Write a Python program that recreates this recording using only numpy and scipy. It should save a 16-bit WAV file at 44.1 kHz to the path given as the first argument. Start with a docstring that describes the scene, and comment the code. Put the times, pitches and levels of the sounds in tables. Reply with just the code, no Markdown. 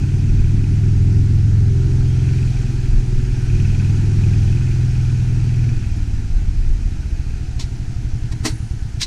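"""A one-cylinder four-stroke engine thumps close by, under wind on the microphone, as a cart rolls along
a paved path; tyre rumble, belt hiss and thin gear whines lie around it. The throttle shuts and the cart
coasts and slows; the microphone comes down under the roof and the brake pedal clacks near the end.
Strokes ring banks of dying sines once a cycle, whines are sines, wind, tyres and hiss are coloured noise.
The microphone sits in a closed case, which cuts notches."""
import sys
import numpy as np
from scipy import signal
from scipy.fft import rfft, irfft
from scipy.io import wavfile
from scipy.ndimage import uniform_filter1d

SR = 44100
rng = np.random.default_rng(int(sys.argv[2]) if len(sys.argv) > 2 else 0)


def invert_db(x):
    """Field ratio 10**(x/20) for x, a level in decibels (scalar or array-like)."""
    u = np.asarray(x, float) / 20
    return 10 ** u


def wav_out(sig):
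    """Save sig, one row per channel (or a flat mono array), as 16-bit PCM at SR to the path in sys.argv[1]."""
    wavfile.write(sys.argv[1], SR, np.round(np.clip(np.atleast_2d(sig).T, -1, 1) * 32767).astype(np.int16))


N = 399546

# Intake pulse, which also drives the valve noise: level in dB at the throttle shut, light, part and wide.
INTAKE_LEVEL = [-23.5, -19.5, -10, -7]


def evened(x):
    """Scales to rms 1."""
    return x / np.sqrt(np.mean(x ** 2) + 1e-20)


def curve(rows, column):
    """One column of a table, drawn as straight lines through the times in its first column."""
    rows = np.asarray(rows)
    return np.interp(np.arange(N) / SR, rows[:, 0], rows[:, column])


def noise(points, size, patchy_db, frames_wide, bins_wide):
    """Noise of rms 1 from random short-time spectra of a given colour with drifting patches."""
    hz = np.fft.rfftfreq(size, 1 / SR)
    f, db = np.transpose(points)
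    real, imaginary, patches = rng.standard_normal((4 * N // size + 5, len(hz), 3)).T
    patches = uniform_filter1d(patches, bins_wide, 0)
    patches = evened(uniform_filter1d(patches, frames_wide, 1))
    colour = np.interp(np.log(hz + 1), np.log(f + 1), db, left=-120, right=-120)
    spectra = (real + 1j * imaginary) * invert_db(colour[:, None] + patchy_db * patches)
    return evened(signal.istft(spectra, nperseg=size, noverlap=3 * size // 4)[1][:N])


def ring(modes, rise_s):
    """Struck modes: sines with a soft start, each dying by 60 dB in its t60."""
    t = np.arange(8192) / SR
    sines = sum(invert_db(db - 60 * t / t60) * np.sin(2 * np.pi * hz * t) for hz, db, t60 in modes)
    return (1 - np.exp(-t / rise_s)) * sines


def cycle_rate():
    """Engine speed in four-stroke cycles per second, two crank turns each."""
    # Each row: time in seconds, cycles per second.
    speed = [(0.0, 19.24), (1.0, 21.08), (1.4, 21.43), (2.3, 21.46), (3.2, 20.12), (3.6, 20.04),
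             (4.55, 21.11), (5.1, 20.5), (5.75, 20.09), (6.3, 17.14), (7.4, 13.54), (8.4, 10.67),
             (9.06, 7.39)]
    return curve(speed, 1)


def turns():
    """Engine cycles done, counted from the place in the cycle at the start."""
    return .815 + np.cumsum(cycle_rate()) / SR


def kicks(delay, spread_db):
    """One impulse a cycle at the given place in it, of uneven strength."""
    cycle = np.floor(turns() - delay).astype(int)
    strength = invert_db(spread_db * rng.standard_normal(400))
    return (np.diff(cycle, prepend=cycle[0]) > 0) * strength[cycle]


def law(values, per=0):
    """A quantity set by the throttle, plus per for each cycle per second below cruising speed."""
    # Each row: time in seconds, throttle opening from 0 shut to 1 wide.
    throttle = [(0, 1), (1.65, 1), (1.8, .67), (2.45, .67), (2.6, .33), (3.47, .33), (3.53, 1), (4.48, 1),
                (4.56, .67), (5.72, .67), (5.78, 0), (9.06, 0)]
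    # Throttle shut, light, part and wide: opening from 0 to 1.
    openings = [0, .33, .67, 1]
    cruise = 21  # cycles per second; above it the drift reverses
    return np.interp(curve(throttle, 1), openings, values) + per * (cruise - cycle_rate())


def lowered():
    """0 with the microphone above the roof, 1 under it and nearer the engine."""
    # Start and end of the move, in seconds.
    move = (7.2, 8.17)
    return np.interp(np.arange(N) / SR, move, (0, 1))


def strokes():
    """Exhaust and intake pulses begin as suction; compression pushes just before the top of the cycle."""
    # What each stroke rings, and the body panels knocked by each exhaust pulse.
    # Each row: frequency in Hz, level in dB, t60 in seconds.
    exhaust_modes = [(114.54, 8.5, 0.09), (39.8, -13, 0.11), (182.4, -19.5, 0.33)]
    panel_modes = [(205, -24, .1), (255, -21, .12), (290, -25, .12), (322, -22, .15), (375, -28, .12)]
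    intake_modes = [(113.2, 7, 0.091), (45, -8, 0.027), (145, -27.5, 0.011), (259.5, -22.5, 0.074)]
    compression_modes = [(64.8, 12.5, 0.044), (124, -1.5, 0.0033)]
    # Pulse levels at the throttle shut, light, part and wide, in dB, before the drift with speed.
    exhaust_level = [-17.5, -12, -11, -11]
    compression_level = [-13.5, -26, -23, -35]
    # Place of the pulses at the same four openings, in cycles, before the drift with speed.
    exhaust_place = [0.0806, 0.038, 0.043, 0.0582]
    intake_place = [.46, 0.5125, 0.5104, .49]
    exhaust = ring(exhaust_modes, .0035) + ring(panel_modes, .0008)
    exhaust_db = law(exhaust_level, -1.05) + 12.5 * lowered()  # louder under the roof
    lead = .003 * cycle_rate()  # in cycles: the push needs a few ms to peak
    pulses = [(-exhaust, exhaust_db, law(exhaust_place, .01068)),
              (-ring(intake_modes, .0045), law(INTAKE_LEVEL), law(intake_place)),
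              (ring(compression_modes, .003), law(compression_level, -.15), -lead)]
    return sum(signal.oaconvolve(kicks(place, 1.0) * invert_db(db), shape)[:N] for shape, db, place in pulses)


def crank_shake():
    """The crank shakes the cart at its turning rate and at twice that: two low sines."""
    # Throttle shut, light, part and wide: rms level in dB before the drift with speed.
    single_level = [-28, -25, -27.5, -25.5]
    double_level = [-42, -41, -28, -23.5]
    single = np.sqrt(2) * np.cos(4 * np.pi * (turns() - 1 / 3))
    double = np.sqrt(2) * np.cos(8 * np.pi * (turns() - 1 / 8))
    return invert_db(law(single_level, -1.07)) * single + invert_db(law(double_level, -6)) * double


def valves():
    """Loose parts rattle on the cylinder head, most of all as the intake shuts and its valve seats."""
    # Each row: frequency in Hz, level in dB, t60 in seconds.
    head_modes = [(2501, 14.5, 0.018), (2374, -3, 0.038), (2640, -5.5, 0.045), (1503, 1, 0.051),
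                  (3180, -5, 0.055), (5950, 3, 0.013)]
    # Each row: time in seconds, level in dB.
    clatter_level = [(0, -50), (1.0, -56.5), (1.6, -67), (2.3, -49), (2.7, -51.5), (3.03, -54),
                     (3.36, -52.5), (3.6, -45), (4.1, -51.5), (4.52, -48), (4.9, -52), (5.8, -47.5),
                     (6.1, -57), (7.4, -53.5), (8.1, -66), (9.06, -73)]
    intake_half_db = law(INTAKE_LEVEL) / 2
    burst = signal.oaconvolve(kicks(.5, 1.5), np.exp(-np.arange(2000) / SR / .005))[:N]
    shaking = 1 + invert_db(15 + intake_half_db) * burst
    clatter = rng.standard_normal(N) * (rng.random(N) < 9000 / SR)  # 9000 random taps a second
    seating = invert_db(27 + intake_half_db) * kicks(.5, 1.5)
    rattle = signal.oaconvolve(shaking * clatter + seating, ring(head_modes, .00039))[:N]
    return invert_db(curve(clatter_level, 1)) * evened(rattle)


def wind():
    """Lumpy low gusts on the microphone, over a breeze that the roof holds off once it is lowered."""
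    # Each row: frequency in Hz, density in dB per Hz.
    wind_colour = [(8, -8), (20, 0), (35, -2), (55, -6), (80, -14), (120, -24), (170, -36), (300, -60)]
    # Each row: time of the peak in seconds, level there in dB over no breeze, half length in seconds.
    gusts = [(.42, -18, .15), (1.05, -21, .2), (2.95, -18, .08), (3.2, -19, .07), (3.6, -21, .15),
             (5.85, -19, .08), (6.33, -17, .05), (6.6, -16, .18), (8.2, -27, .2)]
    t = np.arange(N) / SR
    breeze = invert_db(-23 - 7 * lowered())
    swells = sum(invert_db(db) * np.exp(-((t - s) / half) ** 2) for s, db, half in gusts)
    return (breeze + swells) * noise(wind_colour, size=4096, patchy_db=1.5, frames_wide=4, bins_wide=3)


def tyres():
    """Rumble of the tyres on the paving, through the body: low noise that weakens at lower speed."""
    # Each row: frequency in Hz, density in dB per Hz.
    tyre_colour = [(60, -30), (110, -12), (170, -2), (250, -3), (330, -7), (400, -14), (460, -28),
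                   (560, -50)]
    # Throttle shut, light, part and wide: level in dB before the drift with speed.
    tyre_level = [-35, -33, -33.5, -30.5]
    rumble = noise(tyre_colour, size=2048, patchy_db=1, frames_wide=4, bins_wide=4)
    return invert_db(law(tyre_level, -.47)) * rumble


def hiss():
    """Belt, air and grit: broad noise, throbbing very slightly with each crank turn."""
    # Each row: frequency in Hz, density in dB per Hz.
    hiss_colour = [(280, -22.5), (480, 1), (571, 11.5), (605, -4.5), (741, -2), (989, -9), (1110, -11.5),
                   (1480, -5.5), (2040, -9), (2460, -9), (3580, -14.5), (4080, -12), (6210, -11.5),
                   (10100, -24.5), (15200, -46.5)]
    # Each row: time in seconds, level in dB.
    hiss_level = [(0, -42), (1.6, -42.5), (2.4, -40), (3.1, -41.5), (3.6, -39.5), (4.5, -39.5), (5.8, -42),
                  (6.3, -44), (9.06, -45)]
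    throb = 1 + .017 * np.cos(4 * np.pi * (turns() - .55))
    steady = noise(hiss_colour, size=512, patchy_db=.96, frames_wide=12, bins_wide=7)
    return invert_db(curve(hiss_level, 1)) * throb * steady


def whines():
    """Fan or gear teeth: faint sines on multiples of the cycle rate, wavering."""
    # Each row: multiple of the cycle rate, level in dB before the waver about halves it,
    # start in seconds, end in seconds.
    whine_rows = [(12, -36, -.2, 2.5), (12, -39, 2.5, 7.6), (15, -36, -.2, 2.6), (42, -53, 6.2, 8.2),
                  (54, -53, 7.3, 8.3), (48, -54, 6.8, 7.3), (60, -54, 7.75, 8.25), (30, -46, 7.2, 7.8)]
    t, out = np.arange(N) / SR, np.zeros(N)
    for multiple, db, start, end in whine_rows:
        drift = noise([(1, .0094), (6, .0043)], size=16384, patchy_db=1.5, frames_wide=1, bins_wide=1)
        waver = .5 + .12 * drift
        fade = np.clip(np.minimum(t - start, end - t) / .12, 0, 1)
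        tone = np.sqrt(2) * np.sin(2 * np.pi * multiple * turns())
        out += invert_db(db) * fade * waver * tone
    return out


def axle():
    """Axle gear: one sine of slowly moving pitch, faded out over the last 0.4 s of its table."""
    # Each row: time in seconds, frequency in Hz, rms level in dB before the fade.
    axle_rows = [(0, 377, -44.5), (1, 382.2, -45), (1.8, 389.5, -34.5), (2.5, 386, -44.5),
                 (3.1, 370.6, -39), (4, 362, -41), (5.1, 347.1, -38)]
    fade = np.clip((axle_rows[-1][0] - np.arange(N) / SR) / .4, 0, 1)
    phase = 2 * np.pi * np.cumsum(curve(axle_rows, 1)) / SR
    return np.sqrt(2) * fade * invert_db(curve(axle_rows, 2)) * np.sin(phase)


def squeaks():
    """Thin squeaks of the belt: narrow noise that throbs with the engine cycle."""
    # Each row: start in seconds, end in seconds, centre in Hz, level in dB before fades and throb.
    squeak_rows = [(2.056, 2.28, 3235, -55.5), (3.66, 3.85, 3220, -58)]
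    t, out = np.arange(N) / SR, np.zeros(N)
    for start, end, hz, db in squeak_rows:
        band = noise([(hz - 30, 0), (hz + 30, 0)], size=2048, patchy_db=0, frames_wide=1, bins_wide=1)
        fade = np.clip(np.minimum(t - start, end - t) / .031, 0, 1)
        out += invert_db(db) * fade * band
    return out * (1 + .6 * np.cos(2 * np.pi * (turns() - .55)))


def pedal():
    """The latch rattles and rings in a quick swell and decay, knocks the floor pan and leaves an airy fizz."""
    # Each row: time in seconds, rattle level at the peak in dB, rise in seconds, t60 in seconds,
    # knock level in dB, fall in dB per octave squared away from the centre of the rattle.
    clacks = [(7.597, -30.5, 0.0028, 0.19, -32, 7), (8.324, -36.5, 0.006, 0.061, -35, 4),
              (8.458, -16.5, 0.0075, 0.15, -19, 0.34), (9.019, -19.5, 0.0077, 0.09, -33, 5),
              (9.032, -18, 0.003, 0.052, -33, 11)]
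    # Colours of the rattle and of the fizz. Each row: frequency in Hz, density in dB per Hz
    # (the rattle's before the fall).
    rattle_colour = [(300, 25), (1000, 7.5), (1400, 4), (2100, 5), (3500, 1.5), (4200, 4), (5800, 3.5),
                     (7400, 1), (8600, 1), (10500, -10.5), (15000, -20)]
    fizz_colour = [(6000, 1), (8500, -8), (9500, 2), (10700, -6.5), (12000, -21)]
    # Floor pan and latch metal. Each row: frequency in Hz, level in dB (the latch's before the fall),
    # t60 in seconds.
    pan_modes = [(248, 1, 0.15), (313.4, -1.5, 0.29), (378, -21, 0.042), (651, -4.5, 0.092),
                 (938, -9.5, 0.17), (1066, 0, 0.06), (1880, -5, 0.063)]
    latch_modes = [(2050, -2, .035), (2570, -4, .03), (3870, -4, .035), (4050, -2, .05), (4480, -3, .05),
                   (5500, -3, .04), (5800, -2, .035), (6700, -4, .035), (7450, -7, .035), (8400, -10, .03)]
    centre_hz, taps_per_s = 4170, 1500
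    t, out = np.arange(N) / SR, np.zeros(N)
    fizz = noise(fizz_colour, size=256, patchy_db=3.5, frames_wide=8, bins_wide=3)
    taps = rng.standard_normal(N) * (rng.random(N) < taps_per_s / SR)
    for s, db, rise, t60, knock_db, fall_db in clacks:
        swell, after = np.exp(np.minimum(t - s, 0) / rise), np.maximum(t - s, 0)
        shape = swell * invert_db(db - 60 * after / t60)
        # the fall stops growing 1.1 octaves above the centre
        colour = [(hz, level - fall_db * min(np.log2(hz / centre_hz), 1.1) ** 2)
                  for hz, level in rattle_colour]
        out += shape * noise(colour, size=256, patchy_db=2, frames_wide=6, bins_wide=3)
        out += swell * invert_db(knock_db - 31.5 - 60 * after / 1.5) * fizz
        modes = [(hz, level - fall_db * np.log2(hz / centre_hz) ** 2, ring_s)
                 for hz, level, ring_s in latch_modes]
        metal = ring(modes, .00018)
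        metal = metal / np.linalg.norm(metal) * np.sqrt(SR / taps_per_s)  # steady taps give rms 1
        out += invert_db(-7) * signal.oaconvolve(shape * taps, metal)[:N]
        knock = invert_db(knock_db) * ring(pan_modes, .0023)
        part = out[round((s - rise) * SR):][:len(knock)]
        part += knock[:len(part)]  # adds into out
    return out


def scene():
    """All sources, summed at the microphone as one channel."""
    engine = strokes() + crank_shake() + valves()
    rolling = wind() + tyres() + hiss()
    tones = whines() + axle() + squeaks()
    return (engine + rolling + tones + pedal())[None]


def closed_case(dry):
    """The closed case cuts resonant notches into what reaches the microphone."""
    # Each row: centre in Hz, width in Hz, depth from 0 (no cut) to 1 (full cut).
    notches = [(547, 276, 1), (576, 31, 1), (1101, 86, 0.8), (3370, 130, 0)]
    hz = np.fft.rfftfreq(N + SR, 1 / SR)
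    response = np.prod([1 - depth / (1 + 2j * (hz - f) / width) for f, width, depth in notches], axis=0)
    return irfft(rfft(dry, N + SR) * response, N + SR)[:, :N]


def self_noise():
    """Faint treble hiss of the microphone itself."""
    # Each row: frequency in Hz, density in dB per Hz.
    mic_colour = [(7000, -5), (10000, 1), (12500, -5), (15300, -12)]
    return invert_db(-72.5) * noise(mic_colour, size=512, patchy_db=2, frames_wide=8, bins_wide=8)


def input_stage(x):
    """Rounds off the largest peaks; only the bass is large enough to saturate."""
    knee = .8  # of full scale
    slow = uniform_filter1d(x, size=31)
    return x - slow + knee * np.tanh(slow / knee)


def low_pass(x):
    """Removes everything above the highest recorded frequency."""
    return signal.sosfilt(signal.butter(12, 15360, fs=SR, output="sos"), x)


def record(dry):
    """The microphone in its case, with its own hiss, into the input stage."""
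    mix = input_stage(closed_case(dry) + self_noise())
    return low_pass(mix)


dry = scene()
out = record(dry)
wav_out(out)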